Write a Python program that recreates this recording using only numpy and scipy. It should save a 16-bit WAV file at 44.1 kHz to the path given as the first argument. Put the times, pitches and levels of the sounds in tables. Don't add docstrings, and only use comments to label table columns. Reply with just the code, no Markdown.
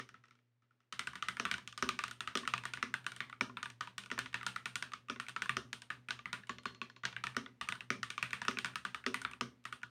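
import sys
import numpy as np
from scipy import signal
from scipy.fft import rfft, irfft, next_fast_len
from scipy.io import wavfile
from scipy.ndimage import uniform_filter1d, map_coordinates

SR = 44100
rng = np.random.default_rng(int(sys.argv[2]) if len(sys.argv) > 2 else 0)


def wrap_up_sound(samples):
    columns = np.atleast_2d(samples).T
    tamed = np.clip(columns, -1, 1)
    steps = np.round(tamed * 32767).astype(np.int16)
    wavfile.write(sys.argv[1], SR, steps)


N = 436590
SPAN = SR // 3
SHORT = SPAN // 8
SPAN_S, SHORT_S = np.arange(SPAN) / SR, np.arange(SHORT) / SR


def amp(db):
    return 10 ** (np.asarray(db) / 20)


def unit(x):
    return x / np.sqrt(np.sum(x ** 2, axis=-1, keepdims=True) + 1e-20)


def along(points, hz):
    f, v = np.transpose(points)
    return np.interp(np.log(hz + 1), np.log(f + 1), v)


def bump(hz, centre_hz, octaves):
    return np.exp(-0.5 * (np.log2((hz + 1) / centre_hz) / octaves) ** 2)


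def filtered(x, response):
    m = next_fast_len(x.shape[-1] + SR // 10)
    spectrum = rfft(x, m) * response(np.fft.rfftfreq(m, 1 / SR))
    return irfft(spectrum, m)[..., :x.shape[-1]]


def wobble(knots_per_s):
    knots = rng.standard_normal(int(N * knots_per_s / SR) + 4)
    return map_coordinates(knots, [np.arange(N) * knots_per_s / SR])


def hum():
    # frequency in Hz, level in dB rms about which it wavers.
    hum_lines = [(120, -67), (242, -76)]
    waver_db = 2.8
    t = np.arange(N) / SR
    total = np.zeros(N)
    for hz, db in hum_lines:
        level = np.sqrt(2) * amp(db + waver_db * wobble(11))
        phase = 0.59 * wobble(4.4) + 0.29 * wobble(30)
        total += level * np.sin(2 * np.pi * hz * t + phase)
    return total


def air():
    # frequency in Hz, relative spectral level in dB.
    air_colour = [(40, -49), (90, -40), (125, -15.5), (190, -19.5), (260, -13.5), (420, -15), (700, -22),
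                  (2000, -22), (16000, -48)]
    rms_db = -74
    noise = filtered(rng.standard_normal(N), lambda hz: amp(along(air_colour, hz)))
    return amp(rms_db) * np.sqrt(N) * unit(noise)


def room(rows):
    # frequency in Hz, t60 in s.
    room_decay = [(100, 0.73), (400, 0.38), (1200, 0.23), (3000, 0.21), (6000, 0.25), (9000, 0.25),
                  (15000, 0.3)]
    noise = rng.standard_normal(rows.shape)
    hz, t, z = signal.stft(noise, SR, nperseg=256)
    z = z * amp(-60 * t / along(room_decay, hz)[:, None])
    tail = signal.istft(z, SR, nperseg=256)[1][:, :SPAN]
    tail = unit(tail * (1 - np.exp(-(SPAN_S / 0.0045) ** 2)))
    return signal.fftconvolve(rows, tail, axes=1)[:, :SPAN]


def ring(modes, count, scatter_db, rise_s):
    hz, db, t60_s = np.transpose(modes)[:, :, None]
    decay = amp(db - 60 * SPAN_S / t60_s)
    shapes = decay * np.sin(2 * np.pi * hz * SPAN_S) * (1 - np.exp(-SPAN_S / rise_s))
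    chance = rng.standard_normal((count, len(modes), 2))
    return (amp(scatter_db * chance[..., 0]) * np.sign(chance[..., 1])) @ shapes


def desk(case_db):
    # frequency in Hz, relative level in dB, t60 in s.
    desk_modes = [(72.5, -10.5, 0.16), (127.1, -7, 0.23), (189.2, -4, 0.12)]
    return amp(0.15 * case_db - 20.5) * ring(desk_modes, len(case_db), scatter_db=3.0, rise_s=0.0044)


def case(case_db):
    # frequency in Hz, relative level in dB, t60 in s.
    case_modes = [(236.2, -3.5, 0.099), (263, -9, 0.14), (381, -1.5, 0.06), (454, -6.5, 0.054),
                  (567, -3, 0.033), (650, -16, 0.073)]
    return amp(case_db + 9.5) * ring(case_modes, len(case_db), scatter_db=1.5, rise_s=0.0069)


def wide_cap_and_wire(wire_db):
    # frequency in Hz, relative level in dB, t60 in s.
    wide_key_modes = [(1151, 9, 0.16), (4270, 4, 0.2), (4260, -18.5, 0.15), (5200, -18, .06),
                      (6800, -19, 0.025), (7000, -3, 0.11)]
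    ringing = amp(wire_db) * ring(wide_key_modes, len(wire_db), scatter_db=3.5, rise_s=0.0015)
    buzz = filtered(rng.standard_normal(ringing.shape), lambda hz: hz < 150)
    return ringing * (1 + 0.45 * buzz / buzz.std())


def cap_and_plate(cap_hz, plate_db, light):
    # frequency in Hz, relative level in dB, t60 in s.
    plate_modes = [(681.4, -10, 0.055), (970, -3, 0.034), (1179.5, -1, 0.048), (1211, -3, 0.024),
                   (1383, 0, 0.012), (1461, 5, 0.033), (1716, 3.5, 0.016), (1828, -2, 0.034),
                   (1992, 2.5, 0.019), (2307, 12, 0.0078), (2620, 18, 0.0048), (3596, 8.5, 0.0055)]
    count = len(cap_hz)
    t60_s = 0.024 * (1300 / cap_hz) ** 1.5
    cap = np.sin(2 * np.pi * cap_hz * SHORT_S) * amp(-60 * SHORT_S / t60_s)
    cap += 0.5 * np.sin(2 * np.pi * 1.45 * cap_hz * SHORT_S) * amp(-120 * SHORT_S / t60_s)
    cap *= 1 - np.exp(-(SHORT_S / 0.00097) ** 2)
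    plate = amp(plate_db - 9) * ring(plate_modes, count, scatter_db=4.5, rise_s=0.001)[:, :SHORT]
    body = amp(-1.5) * cap + plate
    scrape = light * unit(rng.standard_normal((count, SHORT)) * np.exp(-SHORT_S / 0.0017))
    scrape[:, 0] = 1
    body = signal.fftconvolve(body, unit(scrape), axes=1)[:, :SHORT]
    return filtered(body, lambda hz: 1 / (1 + (800 / (hz + 1)) ** 4))


def snap_colour(hz, top_db, rattle_db):
    # frequency in Hz, relative spectral level in dB.
    snap_points = [(1500, -14), (3000, 8.5), (4500, -0.5), (5800, -2), (7600, -5), (8400, -2.5),
                   (9100, -0.5), (10200, -19), (13000, -17.5), (16000, -44)]
    top = np.clip(np.log2((hz + 1) / 6500) * 2, 0, 1)
    rattle = bump(hz, centre_hz=5640, octaves=0.16)
    return amp(along(snap_points, hz) + top_db * top + rattle_db * rattle)


def snap(snap_db, light, bright):
    fade = np.exp(-SHORT_S / 0.0028) + (0.6 + 0.1 * light) * np.exp(-SHORT_S / 0.002)
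    burst = rng.standard_normal((len(snap_db), SHORT)) * fade
    return amp(snap_db + 20) * unit(filtered(burst, bright))


def click(colour):
    impulse = np.zeros(SHORT)
    impulse[SPAN // 200] = 1
    return unit(filtered(impulse, colour))


def loose_caps(cap_hz, snap_db, top_db, bright):
    # frequency in Hz, relative spectral level in dB.
    clatter_points = [(450, -20.5), (800, -12), (1200, 0), (1600, 0), (2600, -3.5), (4000, -12.5),
                      (7000, -42.5)]
    own_db, own_octaves = 1.5, 0.41
    spring_hz, spring_octaves, spring_db = 9020, 0.04, -2.5
    clatter = click(lambda hz: amp(along(clatter_points, hz) + own_db * bump(hz, cap_hz, own_octaves)))
    sizzle = click(lambda hz: bump(hz, spring_hz, spring_octaves))
    loose = amp(3) * clatter + amp(snap_db + 12.5) * click(bright)
    return loose + amp(snap_db + top_db + spring_db) * sizzle


def contacts(keys):
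    _, db, cap_hz, snap_db, plate_db, top_db, case_db, wire_db, rattle_db = keys.T[:, :, None]
    light = np.clip(amp(-0.8 * (db + 34.5)), 0, 3)
    bright = lambda hz: snap_colour(hz, top_db, rattle_db)
    body = cap_and_plate(cap_hz, plate_db, light)
    crack = amp(snap_db + 14) * click(bright) / (1 + light)
    lower = case(case_db) + desk(case_db)
    loose = loose_caps(cap_hz, snap_db, top_db, bright)
    longer = lambda x: np.pad(x, ((0, 0), (0, SPAN - SHORT)))
    direct = longer(body + snap(snap_db, light, bright) + crack) + lower + wide_cap_and_wire(wire_db)
    spread = longer(amp(-13.0) * body + loose) + amp(-7) * lower
    return amp(db) * direct, amp(db) * spread


def key_contacts():
    # start in seconds, level in dB, cap pitch in Hz,
    # snap in dB, top of the snap in dB.
    letters = [(0.9246, -26, 1310, -12.5, -6.5), (0.9932, -23, 1376, -11.5, -5),
               (1.072, -25.5, 1530, -15.5, -4), (1.133, -39, 1154, -18, -1), (1.1551, -27.5, 1880, -18, -3),
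               (1.2246, -25, 1300, -12, -10), (1.285, -21.5, 1300, -15, -1.5),
               (1.4524, -17.5, 1330, -21, -3.5), (1.5132, -18.5, 1504, -15, -6),
               (1.5405, -26.5, 1470, -13, -9), (1.5809, -32, 1510, -16, -9),
               (1.6757, -38.5, 2710, -0.5, -8.5), (1.726, -45, 1200, -3, -9.5),
               (1.7769, -31, 1210, -6.5, -5), (1.8901, -19.5, 1200, -12, -9),
               (1.9902, -21.5, 1814, -16, -6), (2.0383, -25, 1206, -10.5, -8),
               (2.0805, -30.5, 2360, -15.5, -1), (2.1114, -34.5, 1210, -8.5, -1.5),
               (2.2062, -26.5, 1320, -13.5, -1.5), (2.2747, -24, 1290, -16.5, -8),
               (2.373, -25.5, 2870, -6, -5), (2.452, -40, 1380, -16, 0), (2.4757, -21.5, 1290, -13.5, -4),
               (2.5374, -19, 1196, -17, -9.5), (2.579, -30, 1760, -16, -2), (2.6368, -36, 1880, -15, -4),
               (2.6537, -21.5, 1850, -18.5, -1), (2.736, -26.5, 2450, -12.5, -3),
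               (2.773, -27.5, 1800, -25, -6), (2.9402, -21, 1495, -20, 0.5),
               (3.0653, -23.5, 1570, -15, -1.5), (3.1188, -32.5, 1500, -15.5, -3),
               (3.1632, -35.5, 1450, -10, 1), (3.2047, -21, 1860, -23, -7), (3.2974, -38, 1116, -18, -2),
               (3.3273, -36, 1330, -24, -2), (3.5703, -26, 1370, -28.5, 3), (3.6291, -27, 1210, -11.5, -7),
               (3.6572, -30.5, 1500, -23, 6), (3.701, -43, 1460, -5.5, -7), (3.8084, -23, 1250, -16, -8.5),
               (3.8733, -32.5, 1214, -19, -6), (3.9804, -28.5, 1245, -7, -2),
               (4.0367, -39.5, 2500, -10, -6), (4.06, -41, 1200, -10, -1), (4.1897, -21.5, 1550, -12, -5),
               (4.2594, -32, 2620, -14, -13), (4.343, -19, 1840, -18.5, -7.5),
               (4.4113, -35.5, 1320, -25, -6), (4.4302, -31, 1197, -21, 3),
               (4.4653, -20.5, 1410, -11.5, -2.5), (4.561, -26.5, 1330, -16.5, -3),
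               (4.6568, -23, 1436, -14.5, -1), (4.7563, -26, 1410, -8, 0), (4.8249, -23.5, 1510, -15, -8),
               (4.9349, -28.5, 1250, -14, -10), (5.1991, -25, 1335, -15.5, -0.5),
               (5.2843, -35.5, 1600, -6.5, -2), (5.2937, -31.5, 1164, -15, -2),
               (5.3631, -24, 1320, -19, -7), (5.4203, -23, 1480, -13, -4), (5.458, -35.5, 1080, -14, -6),
               (5.4938, -17.5, 1820, -22.5, 1), (5.7298, -26.5, 1680, -10.5, -2.5),
               (5.8197, -36.5, 1600, -8, -2), (5.903, -23.5, 1256, -20.5, -4),
               (6.1067, -22.5, 1550, -12, -12), (6.1905, -36, 2500, -17, -21),
               (6.2567, -25.5, 1970, -28, -1), (6.3295, -20, 1440, -17.5, -2.5),
               (6.4345, -45, 1710, -22, -11), (7.0349, -25.5, 1150, -21, -14),
               (7.0524, -20, 1600, -11.5, -16.5), (7.127, -37.5, 2460, -16, -15),
               (7.1645, -26, 1570, -28, -5), (7.2386, -22.5, 1300, -17, -3), (7.2686, -26, 2440, -16, -4),
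               (7.6119, -21, 2590, -17.5, -5), (7.6877, -22, 1256, -15, -2), (7.723, -22.5, 2300, -23.5, 4),
               (7.7536, -39, 1510, -14, -5), (7.8069, -32.5, 1480, -18, -2),
               (8.0306, -27, 1295, -9.5, -5.5), (8.103, -29, 2550, -9, -4.5),
               (8.179, -27, 1207, -12.5, -11), (8.2271, -19, 2510, -17, -1.5),
               (8.331, -20, 1830, -17.5, -1.5), (8.4168, -25, 1450, -17, -6), (8.4507, -28, 1480, -22, 4),
               (8.5866, -24, 1620, -12, -4), (8.646, -20, 1446, -16, -2.5), (8.757, -25, 1310, -13, -3.5),
               (8.8509, -23, 1510, -16, -5.5), (8.9455, -25, 1290, -17.5, -3), (9.143, -19.5, 2500, -17, 2),
               (9.2166, -35.5, 1450, -9, 2), (9.2497, -22, 1360, -30, 1), (9.3124, -38, 1166, -15, 4),
               (9.334, -36, 2450, -21, -4), (9.6532, -26, 1300, -17.5, -1), (9.7254, -28, 2270, -16.5, 1),
               (9.8166, -43, 1200, -24, -11), (9.8319, -31.5, 1174, -17.5, -12),
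               (8.511, -35, 2000, -13, -4), (8.658, -27.5, 1450, -17, -3), (4.766, -37.5, 2400, -12, -6)]
    # start in seconds, level in dB, snap in dB.
    touches = [(0.0901, -41, -10.5), (0.142, -34.5, -27), (0.2385, -39.5, -21), (0.255, -49, -14),
               (0.2834, -49, -12), (0.3089, -41, -17), (0.353, -49, -15), (0.3887, -50.5, -20),
               (0.6213, -44.5, -23), (0.708, -49, -24), (0.8036, -45.5, -18), (0.833, -56, -20)]
    # start in seconds, level in dB, snap in dB.
    ticks = [(1.369, -32.5, -16.5), (1.865, -50, -6.5), (3.044, -44.5, -16), (4.102, -34, -19),
             (4.329, -41.5, -14), (4.919, -41, -13), (5.085, -36, -19), (5.266, -45, -13),
             (6.086, -28, -18.5), (6.471, -45, -9), (6.634, -51, -4), (7.347, -40.5, -24),
             (7.674, -44, -17), (8.307, -37.5, -11.5), (8.735, -52, -16), (9.040, -41.5, -21),
             (9.640, -50, -8)]
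    # start in seconds, level in dB, case in dB.
    space_down = [(-0.0025, -27, -25), (1.3979, -21.5, -23), (1.8248, -18, -21.5), (2.3534, -20.5, -20.5),
                  (2.827, -22.5, -22.5), (3.4095, -20, -21), (4.1146, -24.5, -22), (5.0984, -25.5, -20.5),
                  (5.5681, -21.5, -24), (7.3662, -22, -19), (7.9035, -20, -21), (8.482, -18, -21.5),
                  (9.0633, -20, -20), (9.41, -22, -20.5)]
    # start in seconds, level in dB.
    space_up = [(2.4314, -40), (3.496, -42), (4.1782, -31), (5.1605, -41.5), (7.4612, -38), (8.5712, -33.5)]
    delete_down = [(6.494, -23.5), (6.6555, -22.5), (6.8157, -27.5)]
    delete_up = [(6.5844, -44), (6.7476, -48), (6.8988, -47), (6.9632, -44.5)]
    silent_db, firm_db = -99, -24
    rows = []
    for s, db, cap_hz, snap_db, top_db in letters:
        lag_db = 0.17 * (db - firm_db)
        rows.append((s, db, cap_hz, snap_db, -6.5 - lag_db, top_db, -37 - lag_db, silent_db, 0))
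    for s, db, snap_db in touches:
        rows.append((s, db, 1320, snap_db, -8, -7, -36, silent_db, 7.1))
    for s, db, snap_db in ticks:
        rows.append((s, db, 1450, snap_db, -3, -1, -33.5, silent_db, 1.5))
    for s, db, case_db in space_down:
        rows.append((s, db, 1260, -14, -5, -7.5, case_db, silent_db, 9))
    for s, db in space_up:
        rows.append((s, db, 1080, -20.5, 0.67, -17, -19.5, silent_db, 4))
    for s, db in delete_down:
        rows.append((s, db, 1114, -17, -7.5, -12.5, -26, -34, 1))
    for s, db in delete_up:
        rows.append((s, db, 1070, -6.5, -0.55, -24, -17.5, -25, 1.3))
    return np.array(rows)


def typing():
    keys = key_contacts()
    direct, spread = contacts(keys)
    out = np.zeros(N + 2 * SPAN)
    for start_s, row in zip(keys[:, 0], direct + room(spread)):
        out[SPAN + round(start_s * SR):][:SPAN] += row
    return out[SPAN:SPAN + N]


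def scene():
    return (hum() + air() + typing())[None]


def gate(x, open_db, slope, depth_db, release_s):
    power = filtered(x, lambda hz: hz > 800) ** 2
    keep = np.exp(-1 / (release_s * SR))
    recent = signal.lfilter([1 - keep], [1, -keep], power, axis=1)
    recent_db = 10 * np.log10(np.abs(recent) + 1e-14)
    gain = amp(np.clip(slope * (recent_db - open_db), -depth_db, 0))
    return x * uniform_filter1d(gain, size=SR // 200, axis=1)


def record(dry):
    top_hz, bass_hz = 16400, 62
    gated = gate(dry, open_db=-47.5, slope=0.63, depth_db=22, release_s=0.054)
    return filtered(gated, lambda hz: (hz < top_hz) / (1 + (bass_hz / (hz + 1)) ** 4))


dry = scene()
out = record(dry)
wrap_up_sound(out)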